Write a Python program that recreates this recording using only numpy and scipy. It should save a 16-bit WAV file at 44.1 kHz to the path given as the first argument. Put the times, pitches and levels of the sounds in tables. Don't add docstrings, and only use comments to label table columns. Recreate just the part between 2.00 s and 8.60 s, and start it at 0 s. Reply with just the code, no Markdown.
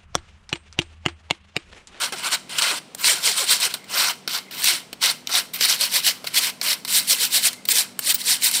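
import sys
import numpy as np
from scipy import signal
from scipy.fft import rfft, irfft
from scipy.io import wavfile
from scipy.ndimage import uniform_filter1d

SR = 44100
rng = np.random.default_rng(int(sys.argv[2]) if len(sys.argv) > 2 else 0)


def unload_wav(signal):
    wavfile.write(
        sys.argv[1],
        SR,
        np.round(np.clip(np.atleast_2d(signal).T, -1, 1) * 32767).astype(np.int16),
    )


def volts_from_decibels(level):
    exponent = np.asarray(level, float) / 20
    return 10 ** exponent


N = 291060
SECONDS = np.arange(N) / SR
COARSE_STEP = 32
COARSE_SECONDS = np.arange(0, N + COARSE_STEP, COARSE_STEP) / SR


def evened(x):
    return x / np.sqrt(np.mean(x ** 2) + 1e-20)


def curve(points, t):
    return np.interp(t, *np.transpose(points))


def read(points, hz):
    f, value = np.transpose(points)
    return np.interp(np.log(hz + 1), np.log(f + 1), value)


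def resonate(x, hz, width):
    r = np.exp(-np.pi * width / SR)
    return 2 * signal.lfilter([1 - r], [1, -r * np.exp(2j * np.pi * hz / SR)], x).real


def wander(seconds):
    size = max(int(seconds * SR), 2)
    smooth = uniform_filter1d(rng.standard_normal(N), size)
    return evened(uniform_filter1d(smooth, size))


def body(x, level, modes):
    swells = [volts_from_decibels(2 * wander(0.013)) for _ in modes]

    def ring(drive):
        total = 0
        for k, (hz, width, db) in enumerate(modes):
            tone = resonate(resonate(drive, hz, width), hz, width)
            total = total + (-1) ** k * volts_from_decibels(db) * swells[k] * tone
        return total

    return ring(x * level) / ring(x).std()


# (frequency [Hz], relative density [dB])
AIR_SPECTRUM = [(18, -55), (30, -33), (184, 17.5), (740, 10), (988, 7.5), (1810, 3), (2060, 5.5),
                (4300, 2.5), (6720, -6), (8980, -4.5), (12000, -25), (13700, -16), (16000, -25)]
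# (frequency [Hz], width of each pass [Hz], level [dB])
HUM_TONES = [(60.3, 8.5, -72.5), (115.3, 22, -63.5), (153, 7.3, -61.5), (193.3, 5.7, -58), (403, 12, -83)]
# (time [s], level [dB])
MOTOR_LEVEL = [(0, -58.5), (2.4, -64), (3.0, -58.5), (6.6, -53.5)]


def background():
    hz = np.fft.rfftfreq(N, 1 / SR)
    air = evened(irfft(rfft(rng.standard_normal(N)) * volts_from_decibels(read(AIR_SPECTRUM, hz)), N))
    shake = rng.standard_normal(N)
    hum = sum(volts_from_decibels(db) * evened(resonate(resonate(shake, f, w), f, w)) for f, w, db in HUM_TONES)
    motor_db = curve(MOTOR_LEVEL, SECONDS) + 0.5 * wander(0.069)
    motor = volts_from_decibels(motor_db) * np.sqrt(2) * np.sin(2 * np.pi * 246.7 * SECONDS)
    return volts_from_decibels(-49) * air + hum + motor


# (fullest contact [s], pressure [dB], swell [s], fade [s], bowl boom against the pressure [dB])
EDGE_STROKES = [(0.025, -25, 0.037, 0.072, -4), (0.126, -32.5, 0.006, 0.031, -0.5),
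                (0.188, -37.3, 0.061, 0.07, -4.5), (0.269, -26, 0.054, 0.029, -1.5),
                (0.344, -22, 0.047, 0.019, -4.5), (0.498, -38.5, 0.0056, 0.3, -5),
                (0.597, -25, 0.026, 0.013, -8), (0.664, -25, 0.13, 0.12, -3),
                (0.709, -26, 0.017, 0.015, -2), (0.784, -34.5, 0.22, 0.0083, -5.5),
                (1.021, -37, 0.048, 0.012, -4), (1.08, -17.5, 0.056, 0.088, -14.5),
                (1.148, -34, 0.0052, 0.15, -4.5), (1.261, -20, 0.042, 0.1, -13),
                (1.382, -22.5, 0.036, 0.095, -9.5), (1.512, -18, 0.045, 0.07, -12.5),
                (1.65, -22, 0.07, 0.042, -9), (1.708, -42.1, 0.006, 0.1, -4.5),
                (1.713, -36.6, 0.046, 0.011, -7), (1.917, -36, 0.034, 0.163, -4),
                (1.996, -22, 0.09, 0.22, -5.5), (2.101, -30.5, 0.18, 0.014, -3.5),
                (2.303, -31.5, 0.023, 0.12, -7.5), (2.35, -25.5, 0.034, 0.044, -9),
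                (2.387, -31, 0.07, 0.011, -8), (2.513, -38, 0.006, 0.28, -8),
                (2.597, -33.5, 0.028, 0.097, -8), (2.67, -18.0, 0.049, 0.094, -19),
                (2.733, -29, 0.006, 0.078, -12), (3.038, -18.5, 0.026, 0.09, -11.5),
                (3.109, -25, 0.065, 0.015, -9.5), (3.296, -34, 0.0069, 0.043, -0.5),
                (3.374, -19, 0.077, 0.045, -10.5), (3.542, -32.5, 0.0088, 0.071, -12),
                (3.646, -18, 0.055, 0.034, -18), (3.7, -20, 0.034, 0.078, -14),
                (3.824, -21.5, 0.04, 0.073, -17), (3.962, -19.5, 0.062, 0.052, -17),
                (4.071, -16.5, 0.044, 0.051, -31), (4.272, -31, 0.0085, 0.022, -13.5),
                (4.381, -17.5, 0.044, 0.022, -15.5), (4.436, -23, 0.037, 0.074, -14),
                (4.503, -34.8, 0.25, 0.0054, -6.5), (4.632, -27.5, 0.0085, 0.12, -10.5),
                (4.709, -22, 0.078, 0.016, -19), (4.732, -25.5, 0.054, 0.021, -14.6),
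                (4.901, -30.5, 0.035, 0.217, -13), (4.973, -19, 0.074, 0.042, -32),
                (5.109, -18.8, 0.04, 0.062, -35), (5.237, -22.1, 0.081, 0.051, -19),
                (5.361, -19.5, 0.059, 0.05, -20), (5.467, -19, 0.058, 0.031, -28),
                (5.72, -20.5, 0.038, 0.012, -33), (5.787, -19, 0.074, 0.05, -38),
                (6.052, -34.5, 0.055, 0.006, -12), (6.114, -20, 0.077, 0.02, -31),
                (6.146, -26, 0.01, 0.021, -31), (6.218, -31.5, 0.046, 0.0099, -23),
                (6.304, -20, 0.069, 0.071, -28), (6.339, -23.8, 0.0078, 0.011, -16),
                (6.458, -20, 0.048, 0.052, -23), (6.557, -22.5, 0.054, 0.058, -18)]
EDGE_LIFTS = [.36, .788, 1.678, 2.113, 2.395, 3.125, 3.415, 4.12, 4.505, 4.75, 5.487, 6.125, 6.6]
ARCH = 1.82
LIFT_DB_PER_S = 900


def contact():
    s, pressure_db, swell, fade, _ = np.transpose(EDGE_STROKES)[:, :, None]
    t = COARSE_SECONDS
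    part = np.where(t < s, (s - t) / np.maximum(swell, .003), (t - s) / np.maximum(fade, .003))
    arch_db = 20 * np.minimum(part, 10) ** ARCH
    lift = np.take(EDGE_LIFTS, np.searchsorted(EDGE_LIFTS, s), mode="clip")
    lift_db = LIFT_DB_PER_S * np.clip(t - lift, 0, .2)
    return volts_from_decibels(pressure_db - arch_db - lift_db) ** 2


# (time [s], level [dB])
FLOUR_LEVEL = [(0, -3), (.35, 0), (.7, -1), (1.05, -4), (1.4, -5.5), (1.65, -3.5), (2.0, -2), (2.35, -6),
               (2.7, -4), (3.05, -3.5), (3.4, -5), (3.7, -3.5), (3.9, -5.5), (4.4, -3), (4.9, -5),
               (5.4, -5.5), (5.8, -6.5), (6.3, -5.5), (6.6, -5)]
# (time [s], level [dB])
BARE_WIRE_LEVEL = [(0, -4), (.35, -1), (.7, -3.5), (1.0, -0.5), (1.6, -2), (1.9, -5), (2.4, -8.5),
                   (2.7, -4), (3.1, -7.5), (3.6, -6), (4.0, -5.5), (4.4, -3.5), (4.7, -4), (4.9, 0),
                   (5.4, -0.5), (5.8, 0.5), (6.2, 0.5), (6.6, 1.5)]
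# (time [s], level [dB])
STEEL_LEVEL = [(0, -15), (.9, -17), (1.01, 3), (1.07, -18), (1.7, -11), (2.0, -9), (2.4, -15), (2.6, 0),
               (2.7, -15), (3.1, -25), (3.37, -15), (3.5, -16), (3.55, 9), (3.6, -24), (4.4, -27),
               (4.7, -13), (5.3, -21), (5.65, -14), (5.71, -6), (5.8, -26), (6.1, -10), (6.3, -18),
               (6.44, -4), (6.6, -23)]
TRICKLE_LEVELS = (-17.5, -19.5, -14.5, -19.5, -44)
FIRM_DB = -28
BOOM_PER_DB, DRAG_PER_DB, RING_PER_DB = -0.14, -0.16, -0.1
TRICKLE_T60 = 0.27


def pressing():
    power = contact()
    whole = power.sum(0)
    over_db = 10 * np.log10(whole + 1e-7) - FIRM_DB
    keep = volts_from_decibels(-120 * COARSE_STEP / SR / TRICKLE_T60)
    trickle = signal.lfilter([1 - keep], [1, -keep], whole)
    flour, treble, steel = (volts_from_decibels(curve(points, COARSE_SECONDS)) ** 2
                            for points in (FLOUR_LEVEL, BARE_WIRE_LEVEL, STEEL_LEVEL))
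    boom = volts_from_decibels(np.transpose(EDGE_STROKES)[4]) ** 2 @ power
    parts = [whole,
             boom * volts_from_decibels(BOOM_PER_DB * over_db) ** 2,
             whole * flour * volts_from_decibels(DRAG_PER_DB * over_db) ** 2,
             whole * treble,
             whole * steel * volts_from_decibels(RING_PER_DB * over_db) ** 2]
    return [np.interp(SECONDS, COARSE_SECONDS, np.sqrt(part + volts_from_decibels(db) ** 2 * trickle))
            for part, db in zip(parts, TRICKLE_LEVELS)]


def ticks():
    size = volts_from_decibels(0.5 * np.minimum(rng.exponential(1, N), 5)) * rng.choice([-1., 1.], N)
    plucked = rng.random(N) < 9000 / SR
    return evened(size * plucked * volts_from_decibels(wander(.003)))


# (frequency [Hz], relative level [dB])
PING_SPECTRUM = [(700, -20), (1500, -6), (3000, -0.5), (4300, 1.5), (6500, -4.5), (8800, -17), (10500, -1)]


def pings(level):
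    pitches = np.geomspace(700, 10500, num=48) * rng.uniform(0.956, 1.03, size=48)
    plucks = (rng.random(N) < 500 / SR) * volts_from_decibels(4.7 * np.minimum(rng.exponential(1, N), 3))
    which = rng.integers(0, len(pitches), N)

    def ring(drive):
        total = 0
        for k, hz in enumerate(pitches):
            total = total + volts_from_decibels(read(PING_SPECTRUM, hz)) * resonate(drive * (which == k), hz, hz / 22)
        return total

    return volts_from_decibels(-7) * ring(plucks * level) / ring(plucks).std()


# (frequency [Hz], width of each pass [Hz], relative level [dB])
MESH_MODES = [(3614, 820, 1), (4170, 1070, 5), (5614, 1780, -2)]
DRAG_MODES = [(1675, 433, -4.5), (2085, 415, 2.5), (2562, 530, -1.5), (3042, 430, 4.5)]
BOWL_MODES = [(478, 486, -9), (710, 160, 0), (968, 275, 3.5), (1426, 440, 6)]
RIM_KNOCK_MODES = [(350, 500, 0), (1000, 900, 0)]
WIRE_MODES = [(7280, 2600, 4), (8800, 2000, 8.5), (10090, 1560, 1)]
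FIZZ_MODES = [(11040, 1650, 0), (12600, 1360, -0.5), (13900, 1460, -1), (15300, 1300, -4)]
# (frequency [Hz], width [Hz], relative level [dB])
STEEL_MODES = [(13635, 65, -2), (15565, 70, -12)]
HOOP_MODE = (2110, 10, -24)
# (time [s], relative level [dB])
FIZZ_LEVEL = [(0, -13), (1, -10), (1.5, -10), (2.0, -7), (2.3, -4), (2.65, -4.5), (3.1, -4), (3.5, -1),
              (4.5, -1), (5.5, -4), (6.6, -6.5)]
# (time [s], relative level [dB])
UPPER_STEEL_LEVEL = [(0, -3), (2.6, -3), (2.66, 7), (2.75, -4), (5.5, -3), (5.7, 8), (6.1, -4), (6.2, 9),
                     (6.4, 4), (6.6, 9)]


def scrape(touch, boom, drag, bright, ring):
    tap, thud, snap, chime = blows()
    wire = ticks()
    wire[[round(row[0] * SR) + 22 for row in EDGE_TAPS]] = 2.5
    out = body(wire, touch + 0.22 * tap, MESH_MODES)
    out += body(wire, drag + 0.15 * tap, DRAG_MODES)
    out += body(wire, boom + 0.067 * tap, BOWL_MODES)
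    out += body(wire, 0.68 * thud, RIM_KNOCK_MODES)
    out += body(wire, bright + 0.37 * snap, WIRE_MODES)
    out += pings(touch)
    out += body(wire, volts_from_decibels(curve(FIZZ_LEVEL, SECONDS)) * (bright + 0.48 * snap), FIZZ_MODES)
    lower = ring + 0.11 * snap
    upper = ring * volts_from_decibels(curve(UPPER_STEEL_LEVEL, SECONDS)) + 12.4 * chime
    for (hz, width, db), level in zip([*STEEL_MODES, HOOP_MODE], [lower, upper, drag]):
        out += volts_from_decibels(db) * resonate(wire * level, hz, width) / resonate(wire, hz, width).std()
    return out


# (frequency [Hz], time to fall 60 dB [s])
ROOM_DECAY = [(300, 0.86), (2000, 0.17), (6000, 0.46), (14000, 0.28)]


def kitchen(x):
    taps = np.zeros(SR // 2)
    at = np.arange(200, len(taps) - 20, 20)
    taps[at + rng.integers(0, 20, len(at))] = rng.choice([-1., 1.], len(at))
    hz, t, z = signal.stft(taps, SR, nperseg=256)
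    decay = volts_from_decibels(-60 * t / read(ROOM_DECAY, hz)[:, None])
    tail = signal.istft(z * decay, SR, nperseg=256)[1]
    return volts_from_decibels(-20) * signal.fftconvolve(x, tail / np.linalg.norm(tail))[:N]


# (time [s], relative peak [dB], thud against the peak [dB],
# brightness against the peak [dB], time for the rattle to fall 60 dB [s])
EDGE_TAPS = [(0.1229, -12, -4.5, -6, 0.014), (0.4936, -19.5, -8.5, -8, 0.013),
             (0.5839, -2.5, -28, -13, 0.026), (0.62, -5.5, -35, -16, 0.034), (0.948, -14.5, -11, -1, 0.015),
             (0.9822, -28, -23, -1, 0.016), (1.0431, 2.5, -37, -15, 0.013), (1.0617, -12, -39, -16, 0.012),
             (1.441, -16, -35, -1, 0.015), (1.6003, -15, -29, -2, 0.03), (1.7392, -8.5, -35, -6.5, 0.052),
             (1.8417, -28, -25, -8, 0.026), (2.276, -4.5, -31, -15, 0.031), (2.294, -21, -16, -9, 0.02),
             (2.5098, -22, -26, -17, 0.017), (2.5466, -19, -30, -6, 0.018), (2.6197, -12, -35, -13, 0.013),
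             (2.637, -12, -37, -10, 0.0073), (2.6424, 3.5, -36, -6.5, 0.0087),
             (2.9288, -14, -12, -10, 0.029), (3.016, -19, -27, -13, 0.018), (3.058, -3, -35, -8, 0.016),
             (3.2717, 0, -21, -19, 0.012), (3.292, -24, -35, -6, 0.022), (3.535, -22.5, -31, -5, 0.055),
             (3.609, 3.5, -26, -26, 0.011), (4.2421, -19, -9, -12, 0.058), (4.2692, -20, -33, -12, 0.025),
             (4.342, -10, -37, -17, 0.018), (4.3545, -27, -22, -5, 0.02), (4.499, -29, -35, -3, 0.018),
             (4.6132, -3.5, -37, -16, 0.025), (4.8487, -12, -45, -8.5, 0.035),
             (4.8777, -21, -31, -13, 0.049), (5.25, -10.5, -33, -2, 0.018), (5.53, -21.5, -35, -4, 0.041),
             (5.6526, -13, -30, -4.5, 0.024), (5.687, -2.5, -45, -16, 0.024),
             (5.9908, -8.5, -16.5, -0.5, 0.024), (6.1443, -32, -42, -7, 0.022),
             (6.4208, -9.5, -30, -12, 0.025), (6.5124, -14.5, -39, 6, 0.013)]
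# (time [s], relative peak [dB])
STEEL_CLINKS = [(5.687, -17), (6.1443, -13)]


def blows():
    levels = np.zeros((4, N))
    t = np.arange(SR // 10) / SR
    rise = np.minimum(t / .0005, 1)
    for s, peak_db, thud_db, snap_db, rattle in EDGE_TAPS:
        shape = volts_from_decibels(peak_db - 60 * t / max(rattle, .004)) * rise
        at = round(s * SR)
        shares = volts_from_decibels(np.array([0, thud_db, snap_db, -44]))
        levels[:, at:at + len(t)] += shares[:, None] * shape[:N - at]
    for s, peak_db in STEEL_CLINKS:
        levels[3, round(s * SR):][:len(t)] += volts_from_decibels(peak_db - 60 * t / 0.022) * rise
    return levels


# (fastest moment [s], lead [s], trail [s],
# wires crossed at the fastest [Hz], slowing [Hz per s], relative level [dB])
WIRE_ZIPS = [(.127, .002, .03, 480, 7000, -42), (.712, .002, .036, 450, 6500, -42),
             (1.096, .006, .06, 680, 8000, -43), (1.257, .004, .062, 590, 4300, -42),
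             (1.41, .018, .04, 560, 8000, -41), (1.505, .005, .04, 560, 3200, -45),
             (1.652, .01, .036, 520, 6000, -45), (1.985, .05, .002, 667, 7000, -49),
             (2.695, .002, .07, 390, 1500, -49), (3.36, .03, .04, 735, 1800, -40),
             (3.825, .03, .03, 610, 5000, -45), (3.961, .036, .034, 590, 4800, -48),
             (4.07, .015, .036, 720, 6500, -43), (4.7, .055, .045, 635, 2000, -48),
             (4.975, .045, .03, 740, 5000, -52), (5.103, .01, .048, 710, 5700, -44),
             (5.215, .015, .025, 480, 3000, -48), (5.345, .01, .045, 710, 5700, -47),
             (5.468, .028, .022, 735, 7000, -47), (5.765, .04, .002, 545, 3300, -46),
             (5.79, .015, .03, 780, 8000, -46), (6.115, .05, .005, 755, 5000, -47),
             (6.29, .035, .002, 520, 3000, -50), (6.305, .002, .03, 880, 8500, -43)]
# (multiple, relative level [dB])
BUZZ_OVERTONES = [(1, 2.5), (2, 1), (3, -8), (4, 0)]


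def zips():
    out = np.zeros(N)
    unsteady = 1 + 0.0396 * wander(0.0042)
    turnover = .005
    for s, lead, trail, hz, slowing, db in WIRE_ZIPS:
        at = np.arange(round((s - lead) * SR), round((s + trail) * SR))
        speed = hz - slowing * (np.hypot(at / SR - s, turnover) - turnover)
        turns = np.cumsum(np.maximum(speed, 100) * unsteady[at]) / SR
        buzz = sum(volts_from_decibels(d) * np.sqrt(2) * np.sin(2 * np.pi * k * turns) for k, d in BUZZ_OVERTONES)
        out[at] += buzz * volts_from_decibels(db) * signal.windows.tukey(len(at), .5)
    return out


# (time [s], length [s], level at the fullest [dB])
PAUSE_MURMURS = [(1.76, .14, -50), (2.43, .09, -51), (2.78, .1, -55), (5.5, .16, -55)]


def murmurs():
    level = np.zeros(N)
    for s, length, db in PAUSE_MURMURS:
        size = round(length * SR)
        level[round(s * SR):][:size] += volts_from_decibels(db) * np.hanning(size)
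    return level * evened(resonate(rng.standard_normal(N), 2110, 45))


def scene():
    sieve = scrape(*pressing()) + zips() + murmurs()
    return (sieve + kitchen(sieve) + background())[None]


def top_cut(x):
    return signal.sosfilt(signal.butter(12, 16950, fs=SR, output="sos"), x)


def record(dry):
    thin = signal.sosfilt(signal.butter(1, 60, "high", fs=SR, output="sos"), dry)
    lowpass = signal.firwin(301, 15850, window=("kaiser", 7), fs=SR)
    band = signal.oaconvolve(thin, lowpass[None], "same")
    finished = band + volts_from_decibels(-40) * (thin - band)
    return top_cut(finished)


dry = scene()
out = record(dry)
unload_wav(out)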